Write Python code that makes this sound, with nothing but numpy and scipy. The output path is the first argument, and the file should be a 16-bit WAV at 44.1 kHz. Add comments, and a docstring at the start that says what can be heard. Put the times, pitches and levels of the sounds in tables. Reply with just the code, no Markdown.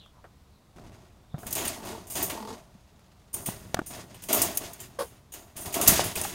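"""A squirrel darts about in a wire-mesh trap on a wooden deck, microphone against the mesh.
First, small birds call far off over a faint rumble; paws and the bumped microphone knock on the cage.
From 0.75 s, scrambling shakes the sheet-metal door, drums on the boards and rattles the mesh.
From 1.4 s, leaps make loose wires clash and ring; near 2 s, claws drag twice over the floor mesh.
At 5 s the moved microphone rubs on the cage and creaks. The hardest clash and knock come near 6 s."""
import sys
import numpy as np
from scipy import signal
from scipy.fft import rfft, irfft, next_fast_len
from scipy.io import wavfile

SR = 44100
rng = np.random.default_rng(int(sys.argv[2]) if len(sys.argv) > 2 else 0)


def waveform_to_disk(signal):
    """Save audio, clipped to [-1, 1], as 16-bit WAV at the path in sys.argv[1]."""
    frames = np.transpose(np.atleast_2d(signal))
    scaled = np.clip(frames, -1, 1) * 32767
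    samples = np.round(scaled).astype(np.int16)
    wavfile.write(sys.argv[1], SR, samples)


N = 279770
RING_SAMPLES = 32768
TIME_S = np.arange(N) / SR
AGE_S = np.arange(RING_SAMPLES) / SR

# yard rumble: (frequency [Hz], gain [dB])
RUMBLE_SPECTRUM = [(15, -32), (25, -7), (59, 1), (188, -6.5), (267, -14.5), (552, -18), (614, -17.5),
                   (1080, -20), (1530, -25.5), (1660, -27.5), (3090, -30), (3630, -28.5), (15500, -40)]
# far birds: (start [s], length [s], start pitch [Hz], end pitch [Hz], level [dB])
BIRD_CALLS = [(-.09, 0.22, 3550, 3310, -58), (-.05, 0.098, 4100, 3780, -55), (-.01, 0.08, 3100, 2700, -60),
              (0.13, 0.094, 1100, 885, -59), (0.5, 0.11, 4460, 3700, -70), (1.082, 0.057, 2470, 2620, -70),
              (1.286, 0.12, 3500, 3760, -63.5)]
# paws and microphone on the cage:
# (time [s], level [dB], thud pitch [Hz], t60 [s], clack edge [Hz], clack re thud [dB])
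CAGE_KNOCKS = [(0.061, -53.5, 700, 0.013, 2500, 10), (0.241, -56, 414, 0.11, 1390, 11.5),
               (0.784, -49, 386, 0.023, 1520, 7.5), (1.342, -19, 146, 0.057, 744, -17),
               (1.432, -35, 710, 0.039, 1290, -3), (2.75, -38, 193, 0.061, 700, -22),
               (2.993, -63, 900, .02, 7000, 8.5), (3.121, -71, 1200, .02, 5000, 8),
               (3.487, -16, 193, 0.021, 700, -7.5), (3.7439, -16.5, 118, 0.015, 4420, 3.5),
               (3.7681, -30, 197, 0.054, 1790, -1.5), (3.7905, -13.5, 323, 0.023, 1690, -4.5),
               (3.816, -18.5, 232, 0.011, 1200, -9.5), (5.922, -11, 158, 0.026, 700, -8.5),
               (5.9942, -5, 765, .008, 1400, -5), (6.161, -23.5, 2530, 0.027, 3050, -18),
               (6.249, -21, 804, 0.027, 1510, -6.5)]
# hollow clack of a knock: (frequency [Hz], gain [dB])
CLACK_SPECTRUM = [(400, -3), (700, 5), (1030, -4), (1300, 1.5), (1850, -3), (2200, -8.5), (3500, -9),
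                  (4200, -13), (5000, -8), (8000, -2.5), (15000, -1)]
# push-offs and scrabbles: (time [s], hold [s], door drive [dB], deck re door [dB], mesh re door [dB])
PAW_PUSHES = [(0.753, 0.18, -57, 6.5, -7), (0.978, .03, -61.5, -3, -1.5), (1.152, .18, -71.5, 9, -18.5),
              (1.353, 0.12, -53.5, 9, -18), (1.456, 0.096, -51, -6, 2), (1.553, 0.13, -38.5, -6.5, -1.5),
              (1.827, 0.073, -41.5, -5.5, -5), (1.97, 0.23, -57.5, 4, -4.5), (2.142, 0.057, -36.5, -6, -2),
              (2.277, 0.013, -38.5, -8, -3.5), (2.468, 0.043, -46, -3, -3.5), (2.678, 0.83, -72, -9, 1),
              (3.334, 0.04, -46.5, -1, -6.5), (3.463, 0.014, -43, 3.5, -1.5), (3.613, 0.23, -60, 9.5, 0.5),
              (3.899, 0.075, -46.5, -1, -0.5), (4.09, 0.32, -59.5, 8, 2), (4.288, 0.065, -30.5, -29, -9),
              (4.365, 0.076, -35, -4.5, -1.5), (4.603, 0.038, -44, -3, 0), (4.789, 0.027, -53.5, 2, 1.5),
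              (4.88, 0.27, -61.5, 4, -4), (5.334, .01, -52, -1, 0.5), (5.39, 0.28, -63.5, 2, -3),
              (5.554, .02, -45, -2, -5.5), (5.646, 0.011, -41.5, -4, -3), (5.744, 0.14, -31, -13, -10),
              (5.86, 0.014, -34, 6.5, 9), (5.923, 0.09, -35, -2.5, 1.5), (6.159, 0.011, -38.5, 2.5, 1.5),
              (6.22, 0.13, -47, -4, 3)]
# sheet-metal door: (frequency [Hz], gain [dB])
DOOR_SPECTRUM = [(130, -12), (250, 5), (370, 8.5), (480, -9), (640, 5), (830, 0), (1130, -3), (1400, -7),
                 (2200, -52)]
# deck boards: (frequency [Hz], gain [dB])
DECK_SPECTRUM = [(20, -17), (45, -14), (80, -1.5), (140, 0.5), (200, -2.5), (320, -41.5), (700, -32)]
# shaken mesh: (frequency [Hz], gain [dB])
RATTLE_SPECTRUM = [(700, -12.5), (1500, 3), (2800, 2), (4200, 1), (6500, 1.5), (9500, -3), (13000, -7.5),
                   (15700, -17)]
# wires that sing out of the mesh: (pitch [Hz], half width [Hz], relative lift [dB])
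SINGING_WIRES = [(1880, 10, 8), (4880, 130, 3), (6083, 12, 6), (6389, 10, 5), (6583, 40, 8),
                 (7050, 450, -2), (8478, 12, 7), (8885, 30, 8), (9171, 80, 7), (9400, 60, 1),
                 (10461, 10, 5), (10732, 30, 5), (11102, 20, 3), (11850, 90, 0), (12855, 40, 7),
                 (13309, 10, 5), (13679, 25, 6), (14250, 300, 4), (14422, 10, 6)]
# loose wires clashing:
# (time [s], level [dB], ring t60 [s], dull ring trim [dB], struck wire pitch [Hz], its lift [dB])
WIRE_CLASHES = [(1.386, -52.5, 1.7, -7, 14420, 8), (1.4668, -34.5, 0.12, -6.5, 9400, 11),
                (1.507, -36.5, .18, -29, 13250, 6), (1.527, -25.5, .075, -13, 12800, 14.5),
                (1.552, -28.5, 0.22, -6.5, 9200, 6), (1.577, -33.5, 0.43, 0.5, 6700, 21),
                (1.651, -31, 0.15, -4, 14840, 14), (1.675, -23.5, 0.074, -9, 8940, 29),
                (1.849, -46, .55, -6, 9250, 17), (2.069, -47.5, 0.55, -9, 9100, 13),
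                (2.1, -36.5, 0.84, -12, 8800, 16), (2.154, -31, 0.33, -4.5, 6800, 14),
                (2.226, -24.5, 0.2, -19, 14100, 26), (2.298, -34.5, 0.16, 3.5, 6930, -1),
                (3.33, -41, 0.92, -20, 9190, 19), (3.34, -25.5, .1, -15.5, 9250, 30),
                (3.458, -28, 0.22, -11, 9200, 25), (3.861, -39.5, 0.48, -17, 9200, 22),
                (4.143, -48, 0.14, 2, 8900, 21), (4.2207, -44.5, 0.52, -8, 6590, 6),
                (4.237, -38, 0.053, -7, 9900, 4), (4.286, -34, 1.0, -1, 6300, 10),
                (4.328, -20, 0.12, -8.5, 12900, 15.5), (4.344, -23, 0.3, -10, 13000, 25),
                (4.4178, -19.5, 0.17, -15, 15400, 10), (4.548, -35, 0.12, -19, 10550, 29),
                (4.5725, -22, .06, -12.5, 11840, 11), (4.733, -39, 0.06, -19, 9000, 4),
                (4.801, -39, 0.21, -9, 7250, 15), (4.991, -42.5, 0.39, -4.5, 9600, 0),
                (5.3202, -43.5, 0.44, -7.5, 6800, 21), (5.3374, -38.5, 0.08, -3, 6620, 12),
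                (5.565, -39.5, 0.69, -9.5, 9900, 14), (5.607, -39, 0.38, -21, 9000, 29),
                (5.658, -37.5, .18, -10, 9100, 0), (5.725, -37, 0.43, -5.5, 6550, 15),
                (5.741, -28.5, 0.25, -1, 9000, -4), (5.813, -24, 0.26, -5.5, 9000, 10),
                (5.8755, -17, 0.14, -20, 12360, 2), (5.8804, -14, 0.25, -24, 12200, 14),
                (6.04, -30.5, .3, -2.5, 10600, 13), (6.1543, -31.5, .4, -4.5, 8990, -1),
                (6.2137, -26, 0.059, -16, 9500, 14), (6.235, -34, 0.39, -4, 14300, 8)]
# bright part of a clash: (frequency [Hz], gain [dB])
BRIGHT_SPECTRUM = [(2500, -24.5), (4500, -9.5), (6300, 0), (9000, 1), (11500, 1), (14000, -2), (15700, 0)]
# dull part of a clash: (frequency [Hz], gain [dB])
DULL_SPECTRUM = [(300, 5), (900, 5), (1500, -1), (3000, 8), (5000, -5), (7000, -11), (12000, -26)]
# partials excited with a struck wire: (frequency [Hz], level re its lift [dB])
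STRUCK_PARTIALS = [(6620, -17), (9190, -10.5), (11850, -19), (14280, -3)]
# claws on the floor mesh: (start [s], end [s], slip rate [1/s], level [dB])
CLAW_DRAGS = [(1.739, 2.007, 41, -46), (2.313, 2.57, 43, -41)]
# cage resonances under the claws: (frequency [Hz], width [Hz], gain [dB])
CLAW_MODES = [(221, 24, -1), (447, 49, -5), (886, 48, -4), (1110, 190, -14), (4300, 2800, -29.5)]
# catches of the creak: (time [s], hold [s], level [dB])
CREAK_CATCHES = [(4.987, .008, -30), (5.002, 0.0093, -28)]
# creak resonances: (frequency [Hz], width [Hz], gain [dB])
RUB_MODES = [(505, 200, 4), (1140, 164, -1), (1480, 140, -4.5), (2120, 190, -32), (3140, 220, -18),
             (5160, 910, -17), (9600, 1200, -16.5)]


def from_db(db):
    """Decibels to gain."""
    return np.exp(np.asarray(db) * (np.log(10) / 20))


def unit_rms(x):
    """Scale to unit power."""
    return x / np.sqrt(np.mean(x ** 2) + 1e-20)


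def gain_at(spectrum, hz):
    """Interpolate a spectrum over log frequency."""
    points = np.array(spectrum)
    return from_db(np.interp(np.log(hz + 1), np.log(points[:, 0]), points[:, 1]))


def decay(t60_s):
    """Exponential decay."""
    return np.exp(-np.log(1000) * AGE_S / t60_s)


def add(out, time_s, sound):
    """Mix a sound in at time_s."""
    start = max(round(time_s * SR), 0)
    out[start:start + len(sound)] += sound[:max(N - start, 0)]


def low_pass(x, hz, order=2):
    """Causal Butterworth low-pass."""
    return signal.sosfilt(signal.butter(order, hz, fs=SR, output="sos"), x)


def resonate(x, modes):
    """Parallel resonators, alternating in sign."""
    return sum((-1) ** k * from_db(db) * signal.lfilter(*signal.iirpeak(hz, hz / width_hz, fs=SR), x)
               for k, (hz, width_hz, db) in enumerate(modes))


def envelope(time_s, attack_s, hold_s, fall_db_per_s):
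    """Linear rise, hold, exponential fall."""
    out, age_s = np.zeros(N), np.arange(2 * RING_SAMPLES) / SR
    rise = np.minimum(age_s / attack_s, 1)
    fall = from_db(-fall_db_per_s * np.maximum(age_s - attack_s - hold_s, 0))
    add(out, time_s, rise * fall)
    return out


def scatter_modes(low_hz, high_hz, count):
    """Mode frequencies scattered about an even spacing."""
    return low_hz + (high_hz - low_hz) * (np.arange(count) + rng.random(count)) / count


def wire_lift(modes_hz, lift_db, wires=SINGING_WIRES):
    """Gains that raise the modes near each wire's pitch."""
    return np.sqrt(1 + sum(from_db(db + lift_db) ** 2 * np.exp(-((modes_hz - hz) / width_hz) ** 2)
                           for hz, width_hz, db in wires))


def excite(modes_hz, gains):
    """Undamped modes at unit power; each contact point draws new strengths and phases."""
    lines = np.zeros(RING_SAMPLES // 2 + 1, complex)
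    strengths = gains * from_db(rng.normal(0, 2.86, len(modes_hz)))
    phasors = np.exp(2j * np.pi * rng.random(len(modes_hz)))
    lines[np.round(modes_hz * RING_SAMPLES / SR).astype(int)] = strengths * phasors
    return unit_rms(irfft(lines))


def shake(drive, modes_hz, gains, hits_per_s, spread_db, thinning, t60_s, points):
    """Small random contacts at several points ring one mode set; weak drive thins them to ticks."""
    out, steady_db = np.zeros(N), -54
    density = np.clip(drive / from_db(steady_db), .1, 1) ** thinning
    for _ in range(points):
        hits = np.zeros(N)
        at = np.flatnonzero(rng.random(N) < hits_per_s / points / SR)
        size, polarity = rng.standard_normal((RING_SAMPLES, 2))[:len(at)].T
        hits[at] = from_db(spread_db * size.clip(-2, 2)) * np.sign(polarity)
        hits = unit_rms(hits) * (rng.random(N) < density) / np.sqrt(density)
        ring = (excite(modes_hz, gains) * decay(t60_s))[:RING_SAMPLES // 4]
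        out += signal.oaconvolve(hits * drive, ring / np.linalg.norm(ring))[:N]
    return out / np.sqrt(points)


def yard_rumble(level_db):
    """Steady noise, mostly bass."""
    size = next_fast_len(N)
    hz = np.arange(size // 2 + 1) * SR / size
    spectrum = rfft(rng.standard_normal(size)) * gain_at(RUMBLE_SPECTRUM, hz)
    return from_db(level_db) * unit_rms(irfft(spectrum, size)[:N])


def birds(blur_hz, blur):
    """Gliding whistles, blurred by echoes over the long path."""
    out = np.zeros(N)
    for start_s, length_s, start_hz, end_hz, db in BIRD_CALLS:
        during = (TIME_S > start_s) & (TIME_S < start_s + length_s)
        progress = (TIME_S[during] - start_s) / length_s
        phase = 2 * np.pi * np.cumsum(start_hz + (end_hz - start_hz) * progress) / SR
        echoes = unit_rms(low_pass(rng.standard_normal((2, RING_SAMPLES)), blur_hz))[:, -len(phase):]
        whistle = (1 + blur * echoes[0]) * np.sin(phase) + blur * echoes[1] * np.cos(phase)
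        out[during] += from_db(db) * np.sin(np.pi * progress) * whistle / np.sqrt(1 + 2 * blur ** 2)
    return out


def knocks(mesh_hz):
    """Thud plus hollow clack; a softer contact excites fewer high modes."""
    out = np.zeros(N)
    for time_s, db, thud_hz, t60_s, edge_hz, clack_db in CAGE_KNOCKS:
        fade = decay(t60_s) * (1 - np.exp(-AGE_S * edge_hz))
        gains = gain_at(CLACK_SPECTRUM, mesh_hz) / np.sqrt(1 + (mesh_hz / edge_hz) ** 4)
        clack = fade * excite(mesh_hz, gains)
        clack *= np.linalg.norm(fade) / np.linalg.norm(clack)  # the blow sets the energy
        thud = fade * np.sin(2 * np.pi * thud_hz * AGE_S)
        add(out, time_s, from_db(db) * (thud + from_db(clack_db) * clack))
    return out


def scrambling(attack_s):
    """Drive on door, deck and mesh; overlapping pushes add in power."""
    door = deck = mesh = 0
    for time_s, hold_s, db, deck_db, mesh_db in PAW_PUSHES:
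        door += (from_db(db) * envelope(time_s, attack_s, hold_s, fall_db_per_s=111)) ** 2
        deck += (from_db(db + deck_db) * envelope(time_s, attack_s, hold_s, fall_db_per_s=108)) ** 2
        mesh += (from_db(db + mesh_db) * envelope(time_s, attack_s, hold_s, fall_db_per_s=121)) ** 2
    return np.sqrt([door, deck, mesh])


def door_clatter(drive, door_hz):
    """Shaken sheet metal rings briefly in the low midrange."""
    return shake(drive, door_hz, gain_at(DOOR_SPECTRUM, door_hz),
                 hits_per_s=350, spread_db=2, thinning=.4, t60_s=.074, points=5)


def deck_drumming(drive, deck_hz):
    """The boards under the trap answer in damped bass modes."""
    return shake(drive, deck_hz, gain_at(DECK_SPECTRUM, deck_hz),
                 hits_per_s=250, spread_db=1, thinning=.13, t60_s=.061, points=4)


def mesh_rattle(drive, mesh_hz, treble_edge_hz=4400, full_treble_db=-36):
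    """The mesh chatters, brighter under harder drive."""
    gains = gain_at(RATTLE_SPECTRUM, mesh_hz) * wire_lift(mesh_hz, lift_db=-3)
    chatter = shake(drive, mesh_hz, gains,
                    hits_per_s=380, spread_db=3.5, thinning=.6, t60_s=.13, points=4)
    dull = low_pass(chatter, treble_edge_hz, order=1)
    treble_gain = np.clip(drive / from_db(full_treble_db), .01, 1) ** .24
    return dull + (chatter - dull) * treble_gain


def wire_clashes(mesh_hz, rise_s=.00031, struck_width_hz=310, partial_width_hz=320, medium_db=-32):
    """A clash snaps at the struck wire, spreads through the mesh and lingers in the singing wires."""
    out, steel = np.zeros(N), gain_at(BRIGHT_SPECTRUM, mesh_hz)
    partials = [(hz, partial_width_hz, db) for hz, db in STRUCK_PARTIALS]
    ring_lift, tail_lift = wire_lift(mesh_hz, lift_db=.5), wire_lift(mesh_hz, lift_db=2)
    for time_s, db, t60_s, dull_db, struck_hz, lift_db in WIRE_CLASHES:
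        struck = wire_lift(mesh_hz, lift_db, partials + [(struck_hz, struck_width_hz, 0)])
        snap_db = 2.5 + .61 * (db - medium_db)  # harder clash, more snap
        snap = from_db(snap_db) * excite(mesh_hz, steel * struck) * decay(t60_s=.02)
        bright = excite(mesh_hz, steel * np.maximum(struck ** .55, ring_lift))
        dull = from_db(dull_db - 2.5) * excite(mesh_hz, gain_at(DULL_SPECTRUM, mesh_hz))
        tail = from_db(-24) * excite(mesh_hz, steel * tail_lift) * decay(t60_s=.78)
        swell = 1 - np.exp(-AGE_S / (rise_s * from_db(.63 * lift_db)))  # cleaner ring, slower rise
        add(out, time_s, from_db(db) * swell * (snap + (bright + dull) * decay(t60_s) + tail))
    return out


def claw_scrapes(jitter, slip_t60_s, grit):
    """Claws catch wire after wire; each slip is a tick and a short scratch."""
    out = np.zeros(N)
    for start_s, end_s, slips_per_s, db in CLAW_DRAGS:
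        size = round((end_s - start_s) * SR)
        wander = unit_rms(low_pass(rng.standard_normal(size), hz=60))
        slip_count = np.cumsum(slips_per_s * (1 + jitter * wander)) / SR
        ticks = np.diff(np.floor(slip_count), prepend=0)
        scratch = signal.fftconvolve(ticks, decay(slip_t60_s))[:size] * rng.standard_normal(size)
        body = unit_rms(resonate(ticks + grit * scratch, CLAW_MODES))
        add(out, start_s, from_db(db) * body * signal.windows.tukey(size, .3))
    return out


def microphone_creak(jitter, roughness, grit, start_hz=610, sag_hz_per_s=2600):
    """Stick-slip against a wire: catches twice, the slips slowing as the rub stops."""
    age_s = TIME_S - CREAK_CATCHES[0][0]
    slip_hz = np.clip(start_hz - sag_hz_per_s * age_s, start_hz / 2, start_hz)
    wander = unit_rms(low_pass(rng.standard_normal(N), hz=250))
    slip_count = np.cumsum(slip_hz * (1 + jitter * wander)) / SR
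    slips = np.diff(np.floor(slip_count), prepend=0) * (1 + roughness * rng.standard_normal(N))
    body = resonate(slips + grit * rng.standard_normal(N), RUB_MODES)
    pressure = np.max([from_db(db) * envelope(time_s, .004, hold_s, fall_db_per_s=517)
                       for time_s, hold_s, db in CREAK_CATCHES], axis=0)
    return unit_rms(body) * pressure


def scene():
    """Mono mix of cage, deck, handling and yard."""
    door_drive, deck_drive, mesh_drive = scrambling(attack_s=.0047)
    mesh_hz = np.append(scatter_modes(300, 16000, count=1100), np.array(SINGING_WIRES)[:, 0])
    door_hz = scatter_modes(130, 2200, count=170)
    deck_hz = scatter_modes(20, 500, count=90)
    wires = wire_clashes(mesh_hz)
    mesh = from_db(1.7) * mesh_rattle(mesh_drive, mesh_hz)
    door = from_db(.4) * door_clatter(door_drive, door_hz)
    deck = deck_drumming(deck_drive, deck_hz)
    claws = claw_scrapes(jitter=.3, slip_t60_s=.094, grit=.074)
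    bumps = knocks(mesh_hz)
    creak = microphone_creak(jitter=.13, roughness=.27, grit=.078)
    yard = birds(blur_hz=201, blur=1.6) + yard_rumble(level_db=-57)
    return (yard + bumps + door + deck + mesh + wires + claws + creak)[None]


def record(dry):
    """Hard clip on the highest peaks, then a steep low-pass."""
    ceiling, cutoff_hz = .62, 15800
    top_cut = signal.ellip(12, .2, 70, cutoff_hz, fs=SR, output="sos")
    return signal.sosfilt(top_cut, np.clip(dry, -ceiling, ceiling))


dry = scene()
out = record(dry)
waveform_to_disk(out)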